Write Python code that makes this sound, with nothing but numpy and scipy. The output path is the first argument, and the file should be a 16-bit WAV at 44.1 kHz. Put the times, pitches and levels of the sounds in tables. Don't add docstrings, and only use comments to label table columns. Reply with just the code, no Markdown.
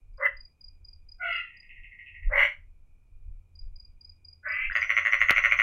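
import sys
import numpy as np
from scipy import signal
from scipy.io import wavfile
from scipy.ndimage import uniform_filter1d

SR = 44100
rng = np.random.default_rng(int(sys.argv[2]) if len(sys.argv) > 2 else 0)


def dump(signal):
    limited = np.clip(np.atleast_2d(signal).T, -1, 1)
    pcm = np.round(limited * 32767).astype(np.int16)
    wavfile.write(sys.argv[1], SR, pcm)


N = 248062


def amp(db):
    return 10 ** (np.asarray(db) / 20)


def rms_one(x):
    return x / np.sqrt(np.mean(x ** 2) + 1e-30)


def lowpass(x, cutoff_hz, order):
    return signal.sosfilt(signal.butter(order, cutoff_hz, fs=SR, output="sos"), x)


def band(x, low_hz, high_hz, order=2):
    return signal.sosfilt(signal.butter(order, [low_hz, high_hz], "band", fs=SR, output="sos"), x)


def pole_radius(width_hz):
    return np.exp(-2.3 * np.pi * width_hz / SR)


def resonate(x, hz, width_hz):
    r = pole_radius(width_hz)
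    zeros = [(1 - r * r) / 2, 0, (r * r - 1) / 2]
    poles = [1, -2 * r * np.cos(2 * np.pi * hz / SR), r * r]
    return signal.sosfilt([zeros + poles] * 4, x + 1e-18)


def gliding_resonance(x, hz, width_hz):
    turn = np.exp(2j * np.pi * np.cumsum(hz) / SR)
    r = pole_radius(width_hz)
    return 2 * np.real(turn * signal.sosfilt([[1 - r, 0, 0, 1, -r, 0]] * 4, x / turn))


def resonate_all(x, modes):
    total = 0
    for k, (hz, width_hz, db) in enumerate(modes):
        total = total + (-1) ** k * amp(db) * resonate(x, hz, width_hz)
    return total


def add(out, s, burst):
    start = round(s * SR) - len(burst) // 2
    out[start:start + len(burst)] += burst[:N - start]


def tone_burst(hz, ms, sharpness):
    n = np.arange(round(ms * SR / 1000))
    hump = np.sin(np.pi * n / len(n)) ** sharpness
    return hump * np.sin(2 * np.pi * hz * n / SR)


# [f/Hz, relative density level/dB]
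NIGHT_SPECTRUM = [(56, -30), (95, -8.5), (113, -16.5), (223, -26), (259, -27), (582, -36), (1200, -40.5),
                  (1720, -52.5), (2370, -44), (3340, -53), (9800, -52.5), (11500, -58), (15500, -58)]
# [f/Hz, width/Hz, relative level/dB]
INSECT_HUM = [(2300, 50, -7.5), (2428, 43, -2), (2490, 25, -8)]
NIGHT_DB, HUM_DB = -72.5, -83


def night_air():
    edges_hz = 90 * 2 ** np.arange(0, 7.6, .5)
    hz, db = np.transpose(NIGHT_SPECTRUM)
    white = rng.standard_normal((2, 2, N))
    air = 0
    for k, (low, high) in enumerate(zip(edges_hz, edges_hz[1:])):
        band_db = np.interp(np.log(low * high) / 2, np.log(hz), db)
        air = air + amp(band_db) * band(white[k % 2], low, high)
    mid, side = rms_one(air)
    hum = amp(HUM_DB) * rms_one(resonate_all(rng.standard_normal(N), INSECT_HUM))
    spread = mid + amp(-15) * side * [[1], [-1]]
    return amp(NIGHT_DB) * spread + hum


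# [t/s, buffeting level/dB]
GUSTS = [(0.0, -53), (0.16, -42.5), (0.22, -71.5), (0.33, -45.5), (0.59, -65), (0.62, -46.5), (1.64, -62),
         (1.81, -45.5), (2.05, -70.5), (2.27, -22.5), (2.32, -39), (2.38, -34), (2.52, -61), (2.58, -45),
         (3.03, -58.5), (3.29, -33), (3.5, -65.5), (3.63, -33.5), (3.79, -47.5), (4.54, -65.5), (4.68, -32),
         (4.76, -57), (5.09, -65), (5.13, -48.5), (5.57, -46.5), (5.62, -48)]
RUMBLE_HZ = 75
RUMBLE_DB, RUMBLE_FOLLOWS, RUMBLE_WAVER_DB = -58.5, 0.6, 2.5


def wind():
    white = rng.standard_normal((4, N))
    gust_db = np.interp(np.arange(N) / SR, *np.transpose(GUSTS))
    waver = rms_one(lowpass(rng.standard_normal(N), 3.0, order=2))
    rumble_db = RUMBLE_DB + RUMBLE_FOLLOWS * (gust_db + 50) + RUMBLE_WAVER_DB * waver
    buffet = amp(gust_db) * rms_one(band(white[:2], 10.5, 33, order=3))
    rumble = rms_one(band(white[2:], 45, 80)) + .7 * rms_one(resonate(white[2:], RUMBLE_HZ, 16))
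    mid, side = buffet + amp(rumble_db) * rms_one(rumble)
    gusts = mid + amp(-31.0) * side * [[1], [-1]]
    return lowpass(gusts, 88, order=8)


# [start t/s, main stroke level/dB, first stroke softer by/dB, stroke gap/ms, strokes]
CHIRPS = [(0.138, -59.5, 19, 37, 2), (0.3704, -43.5, 6, 36, 3), (0.611, -42, 5, 31.4, 3),
          (0.849, -44, 2.1, 36.5, 3), (1.0897, -43, 4.5, 30, 2), (1.3293, -49.5, 2.5, 34, 2),
          (1.5703, -46.5, 9.5, 31.4, 2), (3.5557, -45, 7.5, 36, 2), (3.7604, -44.5, 2.5, 39.2, 3),
          (4.0115, -42, 4, 36.7, 3), (4.2493, -43, 2, 35.3, 3), (4.4867, -45, 3.8, 34, 2),
          (4.7277, -43, 9.8, 37.5, 3)]
CRICKET_HZ, STROKE_MS = 4865, 15
THIRD_STROKE_GAPS, THIRD_STROKE_DB = 2.28, -2.5


def cricket():
    out = np.zeros(N)
    for s, db, softer_db, gap_ms, strokes in CHIRPS:
        pattern = [(0, -softer_db), (1, 0), (THIRD_STROKE_GAPS, THIRD_STROKE_DB)]
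        for gaps, change_db in pattern[:round(strokes)]:
            pitch_hz = CRICKET_HZ * (1 + 0.0068 * rng.standard_normal())
            stroke = tone_burst(pitch_hz, STROKE_MS, sharpness=2.2)
            scrape = tone_burst(rng.uniform(4600, 5400), STROKE_MS, sharpness=40)
            centre_s = s + 0.0026 + gaps * gap_ms / 1000
            add(out, centre_s, amp(db + change_db) * (stroke + amp(-18.5) * scrape))
    return out


# [start t/s, level after attack/dB, middle breakpoint t/s, middle breakpoint level/dB, release
# t/s, # release level/dB, fade/(dB/s), end t/s, spectral tilt at start/(dB/octave), tilt at end/(dB/octave)]
CROAK_ENVELOPES = [(0.172, -32.5, 0.264, -19.5, 0.28, -32.5, 420, 0.37, -14, 7.5),
                   (1.182, -31, 1.341, -30, 1.391, -32, 200, 1.52, -16.5, 19.5),
                   (2.288, -27.5, 2.404, -18, 2.441, -19.5, 290, 2.55, -10.5, 11.5),
                   (4.422, -35, 3.8, -37.5, 4.66, -30, 260, 4.7, -21.5, 18)]
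# [f/Hz, width/Hz, relative level/dB]
CROAK_SACS = [
    [(552.6, 47, -17), (1093, 87, -23), (1204, 120, -24), (1394, 350, -18.5), (1840, 220, -10.5),
     (2004, 60, 1), (2692, 150, -23), (3020, 80, -23.5), (3290, 80, -40.5), (3820, 70, -46.5)],
    [(672.6, 42, -15), (1402, 89, 0.5), (1971, 35, 0), (2046, 167, 0.5), (2618, 77, -3.5), (2815, 83, -2),
     (3220, 200, -21.5), (4100, 120, -34.5), (4640, 140, -46)],
    [(578.3, 58, -7), (1050, 350, -18), (1577, 270, -12), (1977, 118, -0.5), (2122, 180, 1),
     (2820, 293, -15.5), (3320, 66, -26), (3770, 94, -39), (4223, 190, -40.5), (5440, 60, -40.5),
     (5890, 69, -37), (7520, 86, -49)],
    [(621, 60, -16.5), (1228, 142, -4), (1545, 86, 0), (1775, 170, 1), (2030, 51, 15), (2278, 110, 8.5),
     (2593, 216, 1.5), (3080, 38, -15), (4000, 50, -45), (4450, 100, -42.5), (6000, 130, -49)],
]
# [pulses/(1/s), unevenness (0-1), first upper edge f/Hz, edge rise/(octave/s),
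# resonance glide/(octave/s, less above 2000 Hz), bass level at first/dB]
CROAK_PULSING = [(125, .3, 1150, 14, .01, -1), (165, .1, 1450, 14, -.45, -8), (120, .25, 1450, 10, .25, -6),
                 (200, .3, 1420, 9, .4, -45)]
CROAK_ATTACK_S, CROAK_RISE_DB = 0.038, 32
SAC_EDGE_HZ = 2800


def croak(row, sac, per_s, uneven, edge_hz, opening, glide, bass_db):
    begin, knee_db, middle_s, middle_db, release_s, release_db, fade, end, dark, bright = row
    start, stop = round(begin * SR), round(end * SR)
    t = np.arange(stop - start) / SR
    times = [begin, begin + CROAK_ATTACK_S, middle_s, release_s, end]
    end_db = release_db - fade * (end - release_s)
    level_db = np.interp(begin + t, times, [knee_db - CROAK_RISE_DB, knee_db, middle_db, release_db, end_db])

    gaps = SR / per_s * np.exp(uneven * rng.standard_normal(120))
    at = np.cumsum(gaps).astype(int)
    at = at[at < stop - start]
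    tilt = dark + (bright - dark) * t / t[-1]
    voice = 0
    for hz, width_hz, db in sac:
        drive = (0.07 + .2 * (hz > SAC_EDGE_HZ)) * rng.standard_normal(stop - start)
        drive[at] += (1 + 0.37 * uneven * rng.standard_normal(120))[:len(at)]
        glide_octaves = min(1, 2000 / hz) * glide * (t - t.mean())
        ringing = rms_one(gliding_resonance(drive, hz * 2 ** glide_octaves, width_hz))
        tilt_hz = min(hz, SAC_EDGE_HZ)
        above_edge = np.log2(tilt_hz / edge_hz) - opening * t
        muffled_db = 50 * np.clip(above_edge, 0, .4 + .4 * np.exp(-t / .05))
        held_back_db = bass_db * np.exp(-t / .04) * (hz < .9 * edge_hz)
        mode_db = db + 10 * np.log10(width_hz) + tilt * np.log2(tilt_hz / 2000) - muffled_db
        voice = voice + ringing * amp(held_back_db) * amp(mode_db)

    running_rms = np.sqrt(uniform_filter1d(voice ** 2, size=1500) + 1e-12)
    pressure = amp(uniform_filter1d(level_db, size=450))
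    out = np.zeros(N)
    out[start:stop] = voice / running_rms * pressure * signal.windows.tukey(len(t), .1)
    return band(out, 540, 9000, order=4)


def leaves(x, t60, spread_db):
    t = np.arange(SR // 2) / SR
    onset = np.clip(t / 0.0013 - 1, 0, 1)
    mid, side = rng.standard_normal((2, len(t))) * amp(-60 * t / t60) * onset
    tails = (mid + amp(spread_db) * side * [[1], [-1]]) / np.sqrt(np.sum(mid ** 2))
    return signal.fftconvolve(x[None], tails, axes=1)[:, :N]


# [t/s, relative level/dB, centre of the upper band f/Hz]
FAR_NOTES = [(1.482, -42.5, 2840), (1.543, -45.5, 2445), (1.624, -45.5, 2410), (1.695, -44.5, 2670),
             (1.761, -41.5, 2390), (1.8367, -42.5, 2520), (1.9128, -39.5, 2310), (1.9888, -38.5, 2893),
             (2.0638, -41, 2620), (2.143, -38, 2365), (2.2236, -39.5, 2346)]
# [f/Hz, width/Hz, relative level/dB]
FAR_RESONANCES = [(1926, 61, 7), (2110, 120, 0), (2500, 38, -12.5), (2620, 230, 8), (2820, 120, -9),
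                  (2705, 40, -12)]
PULSE_DELAYS_MS = [0, 8.85, 17.75, 27.0]
FAR_ACCENTS = [0.5, 3.5, 0.8, -1]
FAR_UPPER_DB = -5


def far_trill():
    out = 0
    for hz, width_hz, level_db in FAR_RESONANCES:
        kicks = np.zeros(N)
        for s, db, centre_hz in FAR_NOTES:
            upper_db = (FAR_UPPER_DB - 500 * np.log2(hz / centre_hz) ** 2) * (hz > 2350)
            for after_ms, accent_db in zip(PULSE_DELAYS_MS, FAR_ACCENTS):
                strength_db = db + accent_db + upper_db + 3.07 * rng.standard_normal()
                add(kicks, s + (0.91 * after_ms - 2.5) / 1000, amp([strength_db]))
        out = out + amp(level_db) * resonate(kicks, hz, width_hz)
    return amp(36.5) * out


DRONE_FROM_S, DRONE_HZ, DRONE_DB = 3.08, 78.8, -61.5


def drone():
    rise = np.clip((np.arange(N) / SR - DRONE_FROM_S) / 0.09, 0, 1)
    return amp(DRONE_DB) * rise * rms_one(resonate(rng.standard_normal(N), DRONE_HZ, 9.0))


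# [t/s, pitch f/Hz, first pulse level before accent/dB, change per pulse/dB,
# centre of the shrill buzz f/Hz]
TRILL_NOTES = [(4.712, 1840, -18.5, -4.5, 6400), (4.7544, 1977, -11, -2.25, 6600),
               (4.8198, 2157, -12, -2.5, 5950), (4.8954, 2035, -9, -2.4, 5730),
               (4.968, 2140, -9, -2.5, 6100), (5.0527, 2010, -10, -0.84, 6580),
               (5.125, 2100, -8, -1.53, 5800), (5.2074, 2050, -10, -1.1, 6500),
               (5.287, 2067, -9, -1.24, 6400), (5.3635, 2140, -7.5, -2, 6100),
               (5.4398, 2106, -8, -1.77, 6140), (5.5139, 2184, -7.5, -1.84, 6250),
               (5.5906, 2056, -8.5, -1.4, 6200)]
# [f/Hz, width/Hz, relative level/dB]
TRILL_RESONANCES = [(569, 33, -25.5), (636, 164, -28.5), (1117, 138, -20.5), (1413, 277, -13.5),
                    (2560, 348, -14.5), (3400, 61, -31.5), (3950, 120, -44.5), (4256, 150, -41.5)]
# [t/s, f/Hz, level/dB]
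LEAD_IN_PULSE = (4.7, 1600, -22.5)
PULSE_ACCENTS = [-4.2, 1, 1, -0.72]
PULSE_MS, PULSE_SPREAD_DB = 3.636, 1.84
TRILL_AIR_DB, TRILL_AIR_MS = -32.5, 20.4


def near_trill():
    bursts, kicks = np.zeros(N), np.zeros(N)
    lead_s, lead_hz, lead_db = LEAD_IN_PULSE
    add(bursts, lead_s, amp(lead_db) * tone_burst(lead_hz, 5.1, sharpness=1.7))
    for s, hz, first_db, change_db, _ in TRILL_NOTES:
        for k, (after_ms, accent_db) in enumerate(zip(PULSE_DELAYS_MS, PULSE_ACCENTS)):
            db = first_db + k * change_db + accent_db + PULSE_SPREAD_DB * rng.standard_normal()
            pitch_hz = hz * (1 + .02 * rng.standard_normal())
            add(bursts, s + after_ms / 1000, amp(db) * tone_burst(pitch_hz, PULSE_MS, sharpness=0.94))
            kick_db = 1.3 * db + 2.35 * rng.standard_normal()
            add(kicks, s + (after_ms - 1.6) / 1000, amp([kick_db]))
    r = np.exp(-1000 / (TRILL_AIR_MS * SR))
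    air = signal.lfilter([1], [1, -r], kicks) * rng.standard_normal(N)
    sac = resonate_all(kicks + amp(TRILL_AIR_DB) * air, TRILL_RESONANCES)
    return band(bursts, 1300, 3100, order=3) + amp(37.0) * sac


# [f/Hz, width/Hz, relative level/dB]
BUZZ_BANDS = [(5926, 140, -52), (6230, 76, -55.5), (6567, 130, -57.5)]
# [f/Hz, width/Hz, relative level/dB]
BUZZ_LOW = (5230, 130, -64.5)
BUZZ_FOCUS_DB = 905.5


def shrill(trill):
    power = trill ** 2
    throb = (uniform_filter1d(power, size=1500) / np.max(power) + 0.00053) ** 0.3
    notes = np.array(TRILL_NOTES)
    now = np.searchsorted(notes[:, 0], np.arange(N) / SR + .01) - 1
    centre_hz = uniform_filter1d(notes[np.maximum(now, 0), -1], size=600)
    low_hz, low_width_hz, low_db = BUZZ_LOW
    low = rms_one(resonate(rng.standard_normal(N), low_hz, low_width_hz))
    buzz = amp(low_db) * (throb / throb.max()) ** 1.4 * low
    for hz, width_hz, db in BUZZ_BANDS:
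        focused_db = db - BUZZ_FOCUS_DB * np.log2(hz / centre_hz) ** 2
        buzz = buzz + amp(focused_db) * rms_one(resonate(rng.standard_normal(N), hz, width_hz))
    gate = uniform_filter1d((now > 0) * 1., size=900)
    return 3.0 * throb * buzz * gate


# [t/s, peak level/dB]
TICKS = [(5.3088, -5), (5.323, -24)]


def taps():
    out = np.zeros(N)
    for s, db in TICKS:
        add(out, s, -amp(db) * np.hanning(round(0.00027 * SR)))
        decay = np.exp(-np.arange(120) / 22)
        rattle = rms_one(band(rng.standard_normal(120), 5000, 16000)) * decay
        add(out, s + 0.00076, amp(db - 18.5) * rattle)
    return out


LEAVES_T60_S, LEAVES_SCATTER_DB = 0.23, -8.5
FAR_T60_S, FAR_SCATTER_DB, FAR_DIRECT_DB = .3, -5.5, -7.5
NEAR_T60_S, NEAR_SCATTER_DB = .27, -6.3
GRASS_T60_S, GRASS_SCATTER_DB = 0.18, -6


def scene():
    croaks = sum(croak(row, sac, *pulsing)
                 for row, sac, pulsing in zip(CROAK_ENVELOPES, CROAK_SACS, CROAK_PULSING))
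    trill, far, chirps = near_trill(), far_trill(), cricket()
    scattered = leaves(amp(LEAVES_SCATTER_DB) * croaks, LEAVES_T60_S, spread_db=-48.5)
    scattered += amp(FAR_SCATTER_DB) * leaves(far, FAR_T60_S, spread_db=-38.5)
    scattered += amp(NEAR_SCATTER_DB) * leaves(trill, NEAR_T60_S, spread_db=-66)
    scattered += amp(GRASS_SCATTER_DB) * leaves(chirps, GRASS_T60_S, spread_db=-28)
    direct = croaks + trill + amp(FAR_DIRECT_DB) * far + chirps + shrill(trill)
    return direct + scattered + night_air() + wind() + drone() + taps()


CUTOFF_HZ = 15950


def record(dry):
    power = band(dry[0], 1000, 3500) ** 2
    by_pulse = uniform_filter1d(power, size=130)
    by_note = uniform_filter1d(power, size=1300)
    loudness = np.sqrt(0.11 * by_pulse + 0.071 * by_note + 1e-20)
    mid, side = band(rng.standard_normal((2, N)), 9600, 18000, order=12)
    spread = mid + amp(-2) * side * [[1], [-1]]
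    hiss = amp(-17.5) * loudness ** 1.44 * spread
    return signal.sosfilt(signal.ellip(12, .5, 70, CUTOFF_HZ, fs=SR, output="sos"), dry + hiss)


dry = scene()
out = record(dry)
dump(out)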